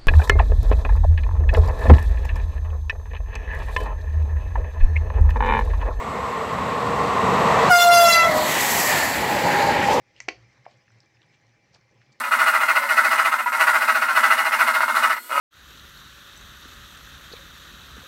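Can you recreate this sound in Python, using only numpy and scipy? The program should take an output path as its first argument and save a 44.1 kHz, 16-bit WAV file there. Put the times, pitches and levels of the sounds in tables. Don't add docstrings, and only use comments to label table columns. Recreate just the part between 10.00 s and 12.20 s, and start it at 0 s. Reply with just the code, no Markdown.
import sys
import numpy as np
from scipy import signal
from scipy.fft import rfft, irfft, next_fast_len
from scipy.io import wavfile
from scipy.ndimage import uniform_filter1d, map_coordinates

SR = 44100
rng = np.random.default_rng(int(sys.argv[2]) if len(sys.argv) > 2 else 0)


def dump(signal):
    limited = np.clip(np.atleast_2d(signal).T, -1, 1)
    pcm = np.round(limited * 32767).astype(np.int16)
    wavfile.write(sys.argv[1], SR, pcm)


def volts_from_db(level):
    exponent = np.asarray(level, float) / 20
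    return 10 ** exponent


N = 97020


def unit(x):
    return x / np.sqrt(np.mean(x ** 2) + 1e-20)


def along(points, hz):
    f, value = np.transpose(points)
    return np.interp(np.log(hz + 1), np.log(f + 1), value)


def wobble(rate):
    return map_coordinates(rng.standard_normal(200), [np.arange(N) * rate / SR])


def filtered(x, response):
    m = next_fast_len(len(x) + 8192)
    return irfft(rfft(x, m) * response(np.fft.rfftfreq(m, 1 / SR)), m)[:len(x)]


def peak(hz, width_hz):
    return lambda f: 1j * f * width_hz / (hz * hz - f * f + 1j * f * width_hz)


def band_noise(noise, hz, width_hz):
    return unit(filtered(noise, lambda f: peak(hz, width_hz)(f) ** 2))


def rush(response, patchy_db):
    z = signal.stft(rng.standard_normal(N), nperseg=512)[2]
    patches = uniform_filter1d(rng.standard_normal(z.shape), size=5, axis=0)
    patches = unit(uniform_filter1d(patches, size=6, axis=1))
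    noise = signal.istft(z * volts_from_db(patchy_db * patches), nperseg=512)[1][:N]
    return unit(filtered(noise, response))


def swell(s, length_s):
    return np.exp(-8 * ((np.arange(N) / SR - s) / length_s) ** 2)


# f/Hz, level/dB, t60/s
POT = [(322, -8.5, 0.098), (389, -3, 0.042), (499.5, -10.5, 0.14), (732, 8, 0.029), (1084, -6, 0.1),
       (1644, 6, 0.0051), (1986, -10.5, 0.061), (2293, 0, 0.018), (2633, -4, 0.022), (3130, -4, 0.053),
       (4500, -3.5, 0.024), (5066, -25, 0.054), (5660, -7.5, 0.022), (6200, -5, 0.02)]
# f/Hz, level/dB, t60/s
WOOD = [(930, 2.5, .015), (1400, -19, 0.022), (1330, 5, 0.0064), (2480, -6, 0.0054), (3960, -6, 0.0066),
        (7300, 1, 0.015)]


def knock(s, db, hz, octaves, blow_db):
    crack_db, crack_t60_s, rise_s = 3, 0.003, 0.0008
    snap_db = 7.5
    blow_cycles = 0.31
    start = int(s * SR)
    t = np.maximum(np.arange(start, start + SR // 4) / SR - s, 0)

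    ring = np.zeros(len(t))
    for f, level, t60 in [*POT, *WOOD]:
        favour = np.exp(-0.5 * (np.log2(f / hz) / octaves) ** 2)
        ring += favour * volts_from_db(level - 60 * t / t60) * np.sin(2 * np.pi * f * t)

    noise = rng.standard_normal(len(t))
    crack = band_noise(noise, hz, hz * octaves * 2)
    crack += volts_from_db(snap_db) * np.gradient(noise) * hz / 6000
    crack *= volts_from_db(crack_db - 60 * t / crack_t60_s)

    u = t * hz * octaves / blow_cycles
    blow = volts_from_db(blow_db) * u * np.exp(1 - u) * np.sin(2 * np.pi * hz * t)
    sound = volts_from_db(db) * (blow + (ring + crack) * (1 - np.exp(-t / rise_s)))
    sound = filtered(sound, lambda f: (1j * f / (1j * f + 193)) ** 3)
    return np.pad(sound, (start, N))[:N]


# t/s, level/dB, favoured f/Hz, spread/octaves, direct push over the ring level/dB
CONTACTS = [(.2029, -33, 2240, 0.25, 3), (0.2031, -33.5, 6200, 0.24, 9.5), (.2033, -52.5, 900, 0.42, 9),
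            (.2043, -33.5, 2045, 0.18, 4), (0.2051, -36.5, 5600, 0.28, 9.5), (0.2833, -32, 707, 0.26, 0.5),
            (0.2831, -23, 379, 0.37, -7.5), (0.284, -37.5, 5800, 0.13, 8), (0.2838, -39.5, 2400, 0.54, 7),
            (0.2868, -22, 2340, 0.38, 11), (0.2865, -35.5, 1360, 0.6, 8), (0.2863, -29, 5900, 0.24, 6),
            (0.288, -24.5, 4640, 0.27, 4.5), (.2904, -34, 2500, 0.31, 13), (0.2944, -40, 4500, 0.38, 12),
            (0.6642, -42.5, 775, 0.42, 11), (0.6648, -50, 2170, .2, 5.5), (.6765, -56, 591, 0.27, 11.5)]


def knocks():
    return [knock(*contact) for contact in CONTACTS]


SCRAPE_S = [.19, .222, .53, .657, .71, 1.343, 1.749, 1.755, 2.127, .16, .97, 1.65, 1.94, 2.02]
# length/s, level/dB, centre f/Hz
SCRAPES = [(0.095, -59, 2930), (0.025, -56.5, 6600), (0.038, -67.5, 4900), (0.022, -57, 1530),
           (0.12, -65.5, 3900), (0.049, -63, 2600), (0.051, -59.5, 4100), (0.049, -62, 680),
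           (0.019, -60.5, 5500), (0.041, -65.5, 340), (0.054, -65, 570), (0.047, -64.5, 350),
           (0.085, -67.5, 430), (0.038, -62, 2050)]


def scrapes():
    out = np.zeros(N)
    for s, (length_s, db, hz) in zip(SCRAPE_S, SCRAPES):
        grit_db = 3.5 * rng.standard_normal(N // 64 + 1).repeat(64)[:N]
        grit = rng.standard_normal(N) * volts_from_db(grit_db)
        out += volts_from_db(db) * swell(s, length_s) * band_noise(grit, hz, 0.9 * hz)
    return out


# t/s, peak level/dB, f/Hz, t60/s
TICKS = [(.1635, -45, 2820, 0.013), (.1635, -53, 5100, .01), (0.178, -52, 3300, .006),
         (0.221, -52, 5200, .006), (.224, -48.5, 1880, .012), (0.513, -60, 5200, 0.0034),
         (.529, -61, 7000, .004), (0.645, -50, 5050, 0.004), (0.773, -61, 7650, .007),
         (1.2184, -52, 2900, .006), (.8805, -51, 1740, 0.013), (0.9048, -41.5, 1520, 0.0048),
         (.919, -56, 7740, 0.0072), (1.0036, -47, 3600, 0.0038), (0.986, -57, 7060, .005),
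         (1.0041, -35, 5060, 0.0027), (1.006, -56.5, 5540, 0.015), (1.004, -49, 7350, 0.0028),
         (1.032, -52, 4200, 0.0077), (1.0595, -54, 6050, 0.0064), (1.155, -62, 6500, 0.0037),
         (1.1703, -57, 2580, 0.017), (1.2184, -42.5, 3620, .004), (1.227, -62, 7400, 0.0063),
         (1.23, -49, 3240, 0.0063), (1.264, -51, 9600, .005), (1.3294, -57, 2100, 0.0052),
         (1.345, -57, 6400, .005), (1.358, -61, 7600, .007), (1.415, -58, 7040, 0.0038),
         (1.468, -52.5, 5660, .005), (1.494, -58.5, 3800, 0.0087), (1.7335, -48, 5560, 0.0034),
         (1.741, -54, 4830, .005), (1.7442, -42.5, 5470, .006), (1.7452, -45, 4530, .005),
         (1.7478, -49, 5000, .004), (1.748, -38, 4870, 0.0032), (1.746, -50.5, 10800, 0.039),
         (1.7513, -48, 2670, 0.005), (1.7577, -48, 2130, 0.0041), (1.761, -49, 1500, 0.0039),
         (1.812, -51.5, 5570, 0.005), (1.913, -53, 5900, 0.0048), (1.943, -66, 7800, .005),
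         (2.0635, -54.5, 3280, 0.008), (2.1213, -49.5, 4600, 0.0059), (2.1272, -51, 4500, 0.0058),
         (2.131, -52, 6170, 0.0047), (2.193, -59, 3900, .007)]


def ticks():
    out = np.zeros(N + SR)
    t = np.arange(2048) / SR
    rise = 1 - np.exp(-t / 0.0003)
    for s, db, hz, t60 in TICKS:
        skirt = band_noise(rng.standard_normal(len(t)), hz, hz * 0.5)
        tone = np.sin(2 * np.pi * hz * t) + 0.3 * skirt
        out[round(s * SR):][:len(t)] += volts_from_db(db + 4 - 60 * t / t60) * rise * tone
    return out[:N]


# t/s, length/s, level/dB, f/Hz
GULPS = [(0.263, 0.069, -54, 123.4), (0.425, 0.19, -52, 116), (0.602, 0.056, -54.5, 120),
         (0.67, 0.077, -59, 122), (0.77, 0.035, -58, 122.3), (0.944, 0.15, -53.5, 114),
         (1.017, 0.038, -54.5, 131.5), (1.186, 0.066, -58.5, 123.5), (1.255, 0.024, -53, 135),
         (1.36, 0.038, -56.5, 126), (1.48, 0.17, -58.5, 115), (1.64, 0.07, -63, 110),
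         (1.714, 0.018, -53.5, 127), (1.85, 0.073, -61, 122.4), (2.014, 0.095, -53.5, 115.6),
         (2.098, 0.075, -58, 133.5), (.01, 0.044, -61, 119), (0.083, 0.097, -65, 115.5),
         (.36, 0.5, -64, 61.1)]


def gulps():
    out = np.zeros(N)
    t = np.arange(N) / SR
    for s, length_s, db, hz in GULPS:
        level = volts_from_db(db - 1 + wobble(40))
        phase = 0.5 * wobble(29.86) + 2 * np.pi * rng.random()
        out += level * swell(s, length_s) * np.sin(2 * np.pi * hz * t + phase)
    return out


# f/Hz, level/dB per Hz
HISS = [(590, -17.5), (1000, -7), (1410, -10.5), (1800, -2), (2350, -5), (2880, -14.5), (3570, -11.5),
        (5970, -16), (8370, -27.5), (10900, -72), (18400, -120)]


def hiss(level_db):
    return volts_from_db(level_db + 1.48) * rush(lambda f: volts_from_db(along(HISS, f)), patchy_db=2.5)


# f/Hz, width/Hz, level/dB
SING = [(327, 45, -78.5), (529.4, 22, -76.5), (1950, 50, -87.5), (2090, 41, -75.5), (2344, 22, -75),
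        (3000, 62, -87), (5200, 410, -76.5), (5930, 220, -78.5)]


def sing(lift_db):
    return sum(volts_from_db(db + lift_db) * rush(peak(hz, width_hz), patchy_db=4.5) for hz, width_hz, db in SING)


# f/Hz, level/dB per Hz
RUMBLE = [(15, -46), (25, -16), (59, -10.5), (118, 4.5), (266, -8), (524, -10), (649, -11), (818, -12),
          (1300, -58), (1690, -58), (2860, -120)]


def rumble(level_db):
    return volts_from_db(level_db - 66.5) * rush(lambda f: volts_from_db(along(RUMBLE, f)), patchy_db=1.5)


def fizz():
    per_s, level_db, spread_db = 150, -70, 2.5
    when, pitch, size = rng.random((3, 600))
    t = np.arange(128) / SR
    hz = 4500 * 2 ** (2 * pitch[:, None] - 1)
    level = volts_from_db(level_db - spread_db * np.log(size[:, None]))
    grains = level * np.exp(-t * hz / 2.1) * np.sin(2 * np.pi * hz * t)
    starts = (np.cumsum(2 * when / per_s) * SR).astype(int)
    at = starts[:, None] + np.arange(len(t))
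    return np.bincount(at.ravel(), grains.ravel(), N)[:N]


# t/s, level/dB
STIR = [
    (0.0, -69.5),
    (0.16, -66.5),
    (0.34, -65.5),
    (1.02, -67.5),
    (1.41, -69),
    (1.77, -69),
    (2.2, -67.5),
]


def simmer():
    s, db = np.transpose(STIR)
    strength_db = np.interp(np.arange(N) / SR, s, db)
    lift_db = strength_db - strength_db.mean()
    flutter_db = 0.9 * wobble(14) + 0.8 * wobble(45)
    steam = hiss(strength_db + flutter_db)
    churn = rumble(0.41 * lift_db + flutter_db)
    return steam + sing(lift_db) + churn + volts_from_db(lift_db) * fizz()


def hum():
    phase = 2 * np.pi * 821 * np.arange(N) / SR + 0.27 * wobble(3.2)
    return volts_from_db(-76 + 0.59 * wobble(2.9)) * np.sin(phase)


# f/Hz, t60/s
KITCHEN = [(200, 0.34), (700, 0.22), (2200, 0.16), (5000, 0.26), (9000, 0.099)]


def kitchen(x):
    hz, t, z = signal.stft(rng.standard_normal(SR // 2), SR, nperseg=256)
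    decay = volts_from_db(-60 * t / along(KITCHEN, hz)[:, None])
    tail = signal.istft(z * decay, SR, nperseg=256)[1]
    late = np.pad(x, (int(0.006 * SR), 0))
    return signal.fftconvolve(late, tail / np.linalg.norm(tail))[:N]


def scene():
    bed = simmer() + gulps() + hum()
    near = knocks() + [ticks(), scrapes()]
    room_db = -14
    return (sum(x + volts_from_db(room_db) * kitchen(x) for x in near) + bed)[None]


# f/Hz, level/dB
MIC = [(3000, -1), (3650, -5), (4300, -2), (7300, -4.5), (8100, -7.5), (9500, -25.5), (13000, -43),
       (15200, -26.5)]
# f/Hz, level/dB per Hz
PREAMP = [(8000, 4), (10000, 2), (13000, -2), (15300, 2.5)]


def microphone(x):
    heard = filtered(x, lambda f: volts_from_db(along(MIC, f)))
    noise = filtered(rng.standard_normal(N), lambda f: volts_from_db(along(PREAMP, f)))
    return heard + volts_from_db(-91.5) * noise


def low_pass(x):
    return signal.sosfilt(signal.butter(12, 15720, fs=SR, output="sos"), x)


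def record(dry):
    mix = microphone(dry[0])[None]
    return low_pass(mix)


dry = scene()
out = record(dry)
dump(out)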